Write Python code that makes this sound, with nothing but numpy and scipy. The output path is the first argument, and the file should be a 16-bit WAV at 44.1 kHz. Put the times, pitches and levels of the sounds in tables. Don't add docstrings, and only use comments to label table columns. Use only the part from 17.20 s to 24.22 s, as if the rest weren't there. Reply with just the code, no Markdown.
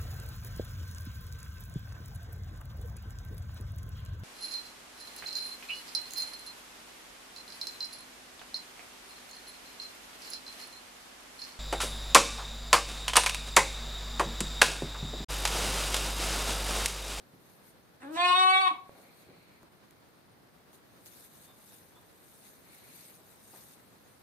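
import sys
import numpy as np
from scipy import signal
from scipy.fft import rfft, irfft
from scipy.io import wavfile
from scipy.ndimage import uniform_filter1d

SR = 44100
rng = np.random.default_rng(int(sys.argv[2]) if len(sys.argv) > 2 else 0)


def to_wav(sig):
    pcm = np.clip(np.atleast_2d(sig), -1, 1) * 32767
    pcm = np.round(pcm).astype(np.int16)
    wavfile.write(sys.argv[1], SR, pcm.T)


N = 309582
START_S, OPEN_S, BREAK_S, SHUT_S = 0.799, 0.96, 1.48, 1.512


def gain_of(db):
    return 10 ** (np.asarray(db) / 20)


def unit_rms(x):
    return x / np.sqrt(np.mean(x ** 2) + 1e-20)


def steadied(x, size=600):
    power = uniform_filter1d(uniform_filter1d(x ** 2, size), size)
    return x / np.sqrt(abs(power) + 1e-12)


def at_frequency(points, hz):
    f, value = np.transpose(points)
    return np.interp(np.log(hz + 1), np.log(f + 1), value)


def follow(rows):
    s, *columns = np.transpose(rows)
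    return [np.interp(np.arange(N) / SR, s, c) for c in columns]


def step(t, s, width_s):
    return .5 + .5 * np.tanh((t - s) / (2 * width_s))


def add(mix, s, sound):
    part = mix[..., round(s * SR):][..., :sound.shape[-1]]
    part += sound[..., :part.shape[-1]]


def colour(x, spectrum, size=4096):
    log_gain = np.log(gain_of(at_frequency(spectrum, abs(np.fft.fftfreq(size, 1 / SR)))))
    taps = np.fft.ifft(np.exp(np.conj(signal.hilbert(log_gain)))).real[:size // 2]
    return np.apply_along_axis(lambda v: signal.oaconvolve(v, taps)[:N], -1, x)


def wander(rate_hz, size=N):
    hz = np.fft.rfftfreq(size, 1 / SR)
    return unit_rms(irfft(rfft(rng.standard_normal(size)) / (1 + (hz / rate_hz) ** 4), size))


def hush(still_db=-61, swell_db=1.5, half_swell_at_db=-78.5, waver_db=0.8):
    # (frequency [Hz], relative density [dB])
    spectrum = [(25, -43), (48, -12.5), (104, -2.5), (160, -1.5), (221, -2.5), (826, -8.5), (1240, -11.5),
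                (1620, -12.5), (2850, -20), (4260, -19.5), (7300, -31), (12200, -30.5), (15500, -29.5)]
    # (frequency [Hz], coherence [0-1])
    coherence = [(60, 0.4983), (130, 0.27), (300, 0.64), (640, 0.039), (1400, 0.057), (15000, 0)]
    hz = np.fft.rfftfreq(N, 1 / SR)
    left, independent = rfft(rng.standard_normal((2, N)))
    shared = at_frequency(coherence, hz)
    right = shared * left + np.sqrt(1 - shared ** 2) * independent
    air = irfft(np.array([left, right]) * gain_of(at_frequency(spectrum, hz)), N)
    moving = 1 / (1 + gain_of(half_swell_at_db) / stirring())
    return unit_rms(air) * gain_of(still_db + swell_db * moving + waver_db * wander(22.21))


def stirring(rest_db=-77, walk_db=-72.5, walk_from_s=3.7, walk_until_s=7.3):
    # (peak time [s], relative level [dB], half length [s])
    swells = [(0.305, -68.5, 0.081), (0.478, -66.5, 0.035), (0.934, -60, 0.01), (1.807, -68, 0.057),
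              (1.996, -67, 0.04), (3.548, -63.5, 0.014), (3.875, -57.5, 0.017), (3.96, -61, 0.055),
              (4.041, -59, 0.03), (4.154, -62, 0.028), (4.24, -62.5, 0.036), (4.53, -61, 0.081),
              (5.126, -66.5, 0.12), (5.277, -62, 0.05477), (5.544, -63.5, 0.045), (5.807, -58.5, 0.12),
              (6.113, -65.5, 0.03524), (6.38, -58.5, 0.09), (6.51, -63.5, 0.033)]
    t = np.arange(N) / SR
    walking = step(t, walk_from_s, 0.056) * (1 - step(t, walk_until_s, 0.0314))
    power = gain_of(rest_db) ** 2 + gain_of(walk_db) ** 2 * walking
    for s, db, half_s in swells:
        width_s = half_s * np.where(t < s, 0.9, 0.8)
        power += gain_of(db) ** 2 / (1 + ((t - s) / width_s) ** 2 / 2) ** 2
    return np.sqrt(power)


def patchy_colour(x, patchy_db=2.5, bins=9, frames=5):
    spectra = signal.stft(x, nperseg=512)[2]
    patches = uniform_filter1d(rng.standard_normal(spectra.shape[1:]), bins, axis=0)
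    patches = unit_rms(uniform_filter1d(patches, frames, axis=1))
    return signal.istft(spectra * gain_of(patchy_db * patches), nperseg=512)[1][:, :N]


def straw(gain_db=4, cracks_per_s=700, spread_db=1.1, clump_db=0.5, snap_gain_db=-7):
    # (frequency [Hz], relative density [dB])
    spectrum = [(880, -33), (1500, -9.5), (2200, -11), (3250, -12.5), (3610, -4.5), (5720, -10.5),
                (6560, -3.5), (7160, -10.5), (8540, -1.5), (11100, -3.5), (12000, 0), (15500, -13)]
    # (time [s], relative level [dB], 60 dB decay time [s])
    snaps = [(2.431, -44, 0.0038), (2.709, -42.5, 0.0077), (3.53, -50, 0.039), (3.86, -33.5, 0.0097),
             (3.8658, -40, 0.02)]
    # (frequency [Hz], left minus right [dB])
    balance = [(380, 0), (950, 5), (2380, 9), (5980, -5.5), (15000, 8)]
    t = np.arange(SR // 10) / SR
    sizes = gain_of(spread_db * np.minimum(rng.exponential(1, (2, N)), 5))
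    signs = rng.choice([-1, 1], (2, N))
    cracks = unit_rms(sizes * signs * (rng.random((2, N)) < cracks_per_s / SR))
    fizz = rng.standard_normal((2, N))
    clumps = unit_rms(cracks + fizz) * gain_of(clump_db * wander(35))
    stalks = patchy_colour(colour(clumps, spectrum))
    rustle = unit_rms(stalks) * stirring() * gain_of(gain_db)
    for s, db, t60 in snaps:
        add(rustle, s, gain_of(db + snap_gain_db - 60 * t / t60) * rng.standard_normal((2, len(t))))
    left_db = at_frequency(balance, np.fft.rfftfreq(N, 1 / SR)) / 2
    return irfft(rfft(rustle) * gain_of([left_db, -left_db]), N)


def hooves(rise_s=0.0034, thud_gain_db=-7):
    # (time [s], relative level [dB], band frequency [Hz], decay time constant [s])
    thuds = [(0.125, -51, 220, 0.071), (1.745, -49.5, 430, 0.13), (2.085, -47, 331, 0.051),
             (4.28, -54, 730, 0.048), (4.756, -54, 730, 0.04), (5.98, -50.5, 496.9, 0.032),
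             (6.332, -45, 644, 0.024)]
    # (time [s], level [dB], frequency [Hz], 60 dB decay time [s])
    knocks = [(1.694, -32.5, 570, 0.0062), (2.4313, -43, 1110, 0.0061), (2.434, -47.5, 366.3, 0.032)]
    out, t = np.zeros(N), np.arange(SR // 2) / SR
    for s, db, hz, decay_s in thuds:
        band = signal.butter(2, [hz / 2.5, hz * 1.63], "band", fs=SR, output="sos")
        push = unit_rms(signal.sosfilt(band, rng.standard_normal(len(t))))
        envelope = (1 - np.exp(-t / rise_s)) * np.exp(-t / decay_s)
        add(out, s, gain_of(db + thud_gain_db) * envelope * push)
    for s, db, hz, t60 in knocks:
        add(out, s, -gain_of(db - 60 * t / t60) * np.sin(2 * np.pi * hz * t))
    return out


def vocal_effort(t, opened, hum_db=-47, attack_s=0.033, swell_db_per_s=58, release_db_per_s=380):
    # (time [s], level [dB])
    surges = [(0.97, -31.5), (1.0, -24), (1.05, -18.2), (1.112, -16.5), (1.135, -23.5), (1.18, -21),
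              (1.24, -20.3), (1.31, -17), (1.38, -21.8), (1.43, -23.8), (1.47, -21)]
    age, broken = np.maximum(t - START_S, 0), np.maximum(t - BREAK_S, 0)
    humming_db = hum_db + swell_db_per_s * age + 20 * np.log10(np.clip(age / attack_s, 1e-3, 1))
    push_db = 2.5 * np.exp(-abs(t - BREAK_S) / 0.014)
    drop_db = 7.5 * step(t, BREAK_S, 0.0013) + release_db_per_s * broken
    return (1 - opened) * humming_db + opened * follow(surges)[0] + push_db - drop_db


def voice_quality(t, opened, settle_s=0.11, fray_s=0.018, grunt_s=0.051, quaver_hz=27.4):
    # (time [s], added roughness [0-1], added tilt [dB/octave])
    cracks = [(0.972, 0.36, 1.5), (1.132, 0.24, 3)]
    rough_grunt, rough_cry, rough_break = 0.7, 0.08, 0.5
    age, crying = np.maximum(t - START_S, 0), np.maximum(t - OPEN_S, 0)
    unsettled = np.exp(-(age / settle_s) ** 2)
    frayed = np.exp(np.minimum(t - BREAK_S, 0) / fray_s)
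    rough = rough_cry + (rough_grunt - rough_cry) * unsettled + (rough_break - rough_cry) * frayed
    grunt = np.exp(-(age / grunt_s) ** 2)
    arch = np.sin(np.pi * np.clip(crying / (BREAK_S - OPEN_S), 0, 1)) ** 2
    tremble = np.cos(2 * np.pi * quaver_hz * crying)
    hum_tilt, cry_tilt = -3, -2 + arch - 1.5 * tremble
    tilt = (1 - opened) * hum_tilt + opened * cry_tilt + 12 * grunt + 3 * frayed
    for s, more_rough, more_tilt in cracks:
        crack = np.exp(-((t - s) / 0.016) ** 2)
        rough += more_rough * crack
        tilt += more_tilt * crack
    return np.clip(rough, 0, 1), tilt


def fold_cycles(t, chaos, jitter=0.071, waver=0.0023, fall_hz=51.9, fall_s=0.0142):
    # (time [s], frequency [Hz])
    pitch = [(0.82, 264), (0.83, 268.7), (0.866, 276.4), (0.888, 297.5), (0.918, 319.3), (0.958, 322.9),
             (0.986, 347.7), (1.03, 355.7), (1.122, 360.4), (1.17, 371.4), (1.28, 374.5), (1.418, 382.4),
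             (1.476, 363.9)]
    broken = np.maximum(t - BREAK_S, 0)
    hz = follow(pitch)[0] - fall_hz * (1 - np.exp(-broken / fall_s))
    return np.cumsum(hz * (1 + jitter * chaos * wander(113) + waver * wander(36))) / SR, hz


def harmonics(call, cycles, hz, tilt, mouth, pivot_hz=1300, width_hz=230, flutter_db=3.6, flutter_hz=24):
    # (time [s], low [Hz], its lift [dB],
    # middle [Hz], its lift [dB], high [Hz], its lift [dB])
    formants = [(0.975, 629.0, 14, 1800, 14, 3770, 11.5), (1.01, 920, 7, 2058.0, 11.0, 3606.0, 11),
                (1.06, 1111, 8, 2550, 10, 3600, 4), (1.115, 1122.0, 10.0, 2740, 5, 4027.0, 3),
                (1.17, 1180, 5.0, 2832.0, 8.5, 3678.0, 11.5), (1.25, 1141.0, 7.5, 2615.0, 2.0, 3880, 10),
                (1.31, 1130, 11, 2423.0, 8, 4050, 6), (1.375, 1110.0, 8.5, 2340, 12.5, 3580, 6.5),
                (1.42, 1220, 10.0, 2290, 6, 3597.0, 8), (1.47, 1040, 12.0, 2498.0, 4.5, 3750, 6.5)]
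    tracks = [track[call] for track in follow(formants)]
    treble_hz = 7730 + 4100 * (np.arange(N)[call] / SR - OPEN_S)
    out = np.zeros(N)
    for k in range(1, 41):
        f = k * hz[call]
        db = tilt[call] * np.clip(np.log2(f / pivot_hz), -1, 1)
        for formant_hz, lift_db in zip(tracks[::2], tracks[1::2]):
            db += mouth[call] * lift_db / (1 + ((f - formant_hz) / width_hz) ** 2)
        db += 3.5 / (1 + ((f - treble_hz) / 700) ** 2)
        db += flutter_db * min(k / 10, 1) * wander(flutter_hz, size=len(f))
        out[call] += gain_of(db) * np.cos(2 * np.pi * k * cycles[call])
    return out


def bleat(length_s=0.78, jaw_s=0.004, ajar=0.13, shimmer=0.96, rasp=0.14):
    # (frequency [Hz], relative gain [dB])
    throat = [(150, -59), (360, -20), (730, -9), (1085, -3), (1480, -16), (1850, -18.5), (2250, -9),
              (2650, -17.5), (3750, -13.5), (4500, -21.5), (5000, -39), (5400, -32.5), (5900, -37),
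              (7100, -36.5), (9400, -32), (11200, -49), (12300, -48), (15000, -56)]
    # (frequency [Hz], relative gain [dB])
    nose = [(120, -37), (300, -3), (600, -8.5), (950, -15), (1250, -15), (1650, -20.5), (2600, -33.5),
            (3600, -54), (14000, -41)]
    t = np.arange(N) / SR
    call = slice(round(START_S * SR), round((START_S + length_s) * SR))
    opened = step(t, OPEN_S, jaw_s)
    mouth = (ajar + (1 - ajar) * opened) * (1 - step(t, SHUT_S, jaw_s))
    envelope = np.zeros(N)
    envelope[call] = gain_of(vocal_effort(t, opened)[call])
    rough, tilt = voice_quality(t, opened)
    chaos = rough ** 2
    cycles, hz = fold_cycles(t, chaos)
    pulses = steadied(harmonics(call, cycles, hz, tilt, mouth))
    puffs = unit_rms((1 + np.cos(2 * np.pi * cycles)) * rng.standard_normal(N))
    drive = pulses * (1 + shimmer * chaos * wander(110)) + rasp * chaos * puffs
    voice = mouth * steadied(colour(drive, throat)) + (1 - mouth) * steadied(colour(drive, nose))
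    return envelope * steadied(voice) * creak(t) + lip_breath(t)


def lip_breath(t, level_db=-48, lead_s=0.001, width_s=0.018):
    # (frequency [Hz], relative density [dB])
    spectrum = [(500, -22), (3700, -13), (4600, -19.5), (5400, -15), (8300, -19), (14000, -32)]
    envelope = np.exp(-((t - OPEN_S + lead_s) / width_s) ** 2 / 2)
    return gain_of(level_db) * envelope * unit_rms(colour(rng.standard_normal(N), spectrum))


def creak(t, rate_hz=88, depth=0.55, onset_s=0.001725):
    jolts = .5 + .5 * np.cos(2 * np.pi * rate_hz * (t - BREAK_S) + .5 * wander(40))
    return 1 - depth * step(t, BREAK_S, onset_s) * (1 - jolts ** 2)


def early_paths(x, left_late_ms=0.373, gain_db=-3.5):
    # (left delay [ms], left gain [dB], right delay [ms], right gain [dB])
    echoes = [(1.045, -6.182, 1.116, -6), (1.167, -8.5, 1.074, -8), (1.53, -5.5, 1.29, -8),
              (3.866, -10.5, 1.656, -7.5), (13.004, -9, 5.177, -11), (12.113, -11, 0.464, -6),
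              (7.095, -13.139, 9.711, -10.5)]
    phase_per_ms = -2j * np.pi * np.fft.rfftfreq(N, 1 / SR) / 1000
    left, right = np.exp(phase_per_ms * left_late_ms), np.ones_like(phase_per_ms)
    for left_ms, left_db, right_ms, right_db in echoes:
        left += gain_of(left_db) * np.exp(phase_per_ms * left_ms)
        right += gain_of(right_db) * np.exp(phase_per_ms * right_ms)
    return gain_of(gain_db) * irfft(rfft(x) * np.array([left, right]), N)


def reverberation(x, build_s=0.011):
    # (frequency [Hz], 60 dB decay time [s])
    t60 = [(200, 0.14), (700, 0.49), (1200, 0.32), (2500, 0.33), (4500, 0.27), (9000, 0.27), (15000, 0.019)]
    hz, t, spectra = signal.stft(rng.standard_normal((2, SR)), SR, nperseg=256)
    envelope = gain_of(-60 * t / at_frequency(t60, hz)[:, None]) * (1 - np.exp(-t / build_s))
    tail = signal.istft(spectra * envelope, SR, nperseg=256)[1]
    return signal.fftconvolve(x[None], tail / np.linalg.norm(tail[0]), axes=1)[:, :N]


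def breathy_hiss():
    # (peak time [s], level [dB], half length [s])
    swells = [(2.046, -66.5, 0.4), (5.68, -65, 0.26)]
    # (frequency [Hz], relative density [dB])
    spectrum = [(1200, -19), (2300, 1.5), (3200, -14), (4300, -2), (5200, -26)]
    t = np.arange(N) / SR
    envelope = sum(gain_of(db) * np.exp(-((t - s) / half_s) ** 4) for s, db, half_s in swells)
    return envelope * unit_rms(patchy_colour(colour(rng.standard_normal((2, N)), spectrum)))


def squeaks(waver=0.014):
    # (time [s], level [dB], start pitch [Hz], end pitch [Hz], length [s])
    whistles = [(4.244, -62, 3590, 3590, 0.11), (4.731, -65, 3440, 3610, 0.087)]
    out = np.zeros(N)
    for s, db, start_hz, end_hz, length_s in whistles:
        n = round(length_s * SR)
        hz = np.linspace(start_hz, end_hz, n) * (1 + waver * wander(150, size=n))
        add(out, s, gain_of(db) * np.hanning(n) * np.sin(2 * np.pi * np.cumsum(hz) / SR))
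    return out


def scene(call_room_db=-12.5, small_room_db=-9):
    call, small = bleat(), hooves() + squeaks()
    tail = reverberation(gain_of(call_room_db) * call + gain_of(small_room_db) * small)
    return early_paths(call) + small + tail + straw() + breathy_hiss() + hush()


def record(dry, edge_hz=15600):
    taps = signal.firwin(511, edge_hz, window=("kaiser", 9), fs=SR)
    return signal.oaconvolve(dry, taps[None], "same")


dry = scene()
out = record(dry)
to_wav(out)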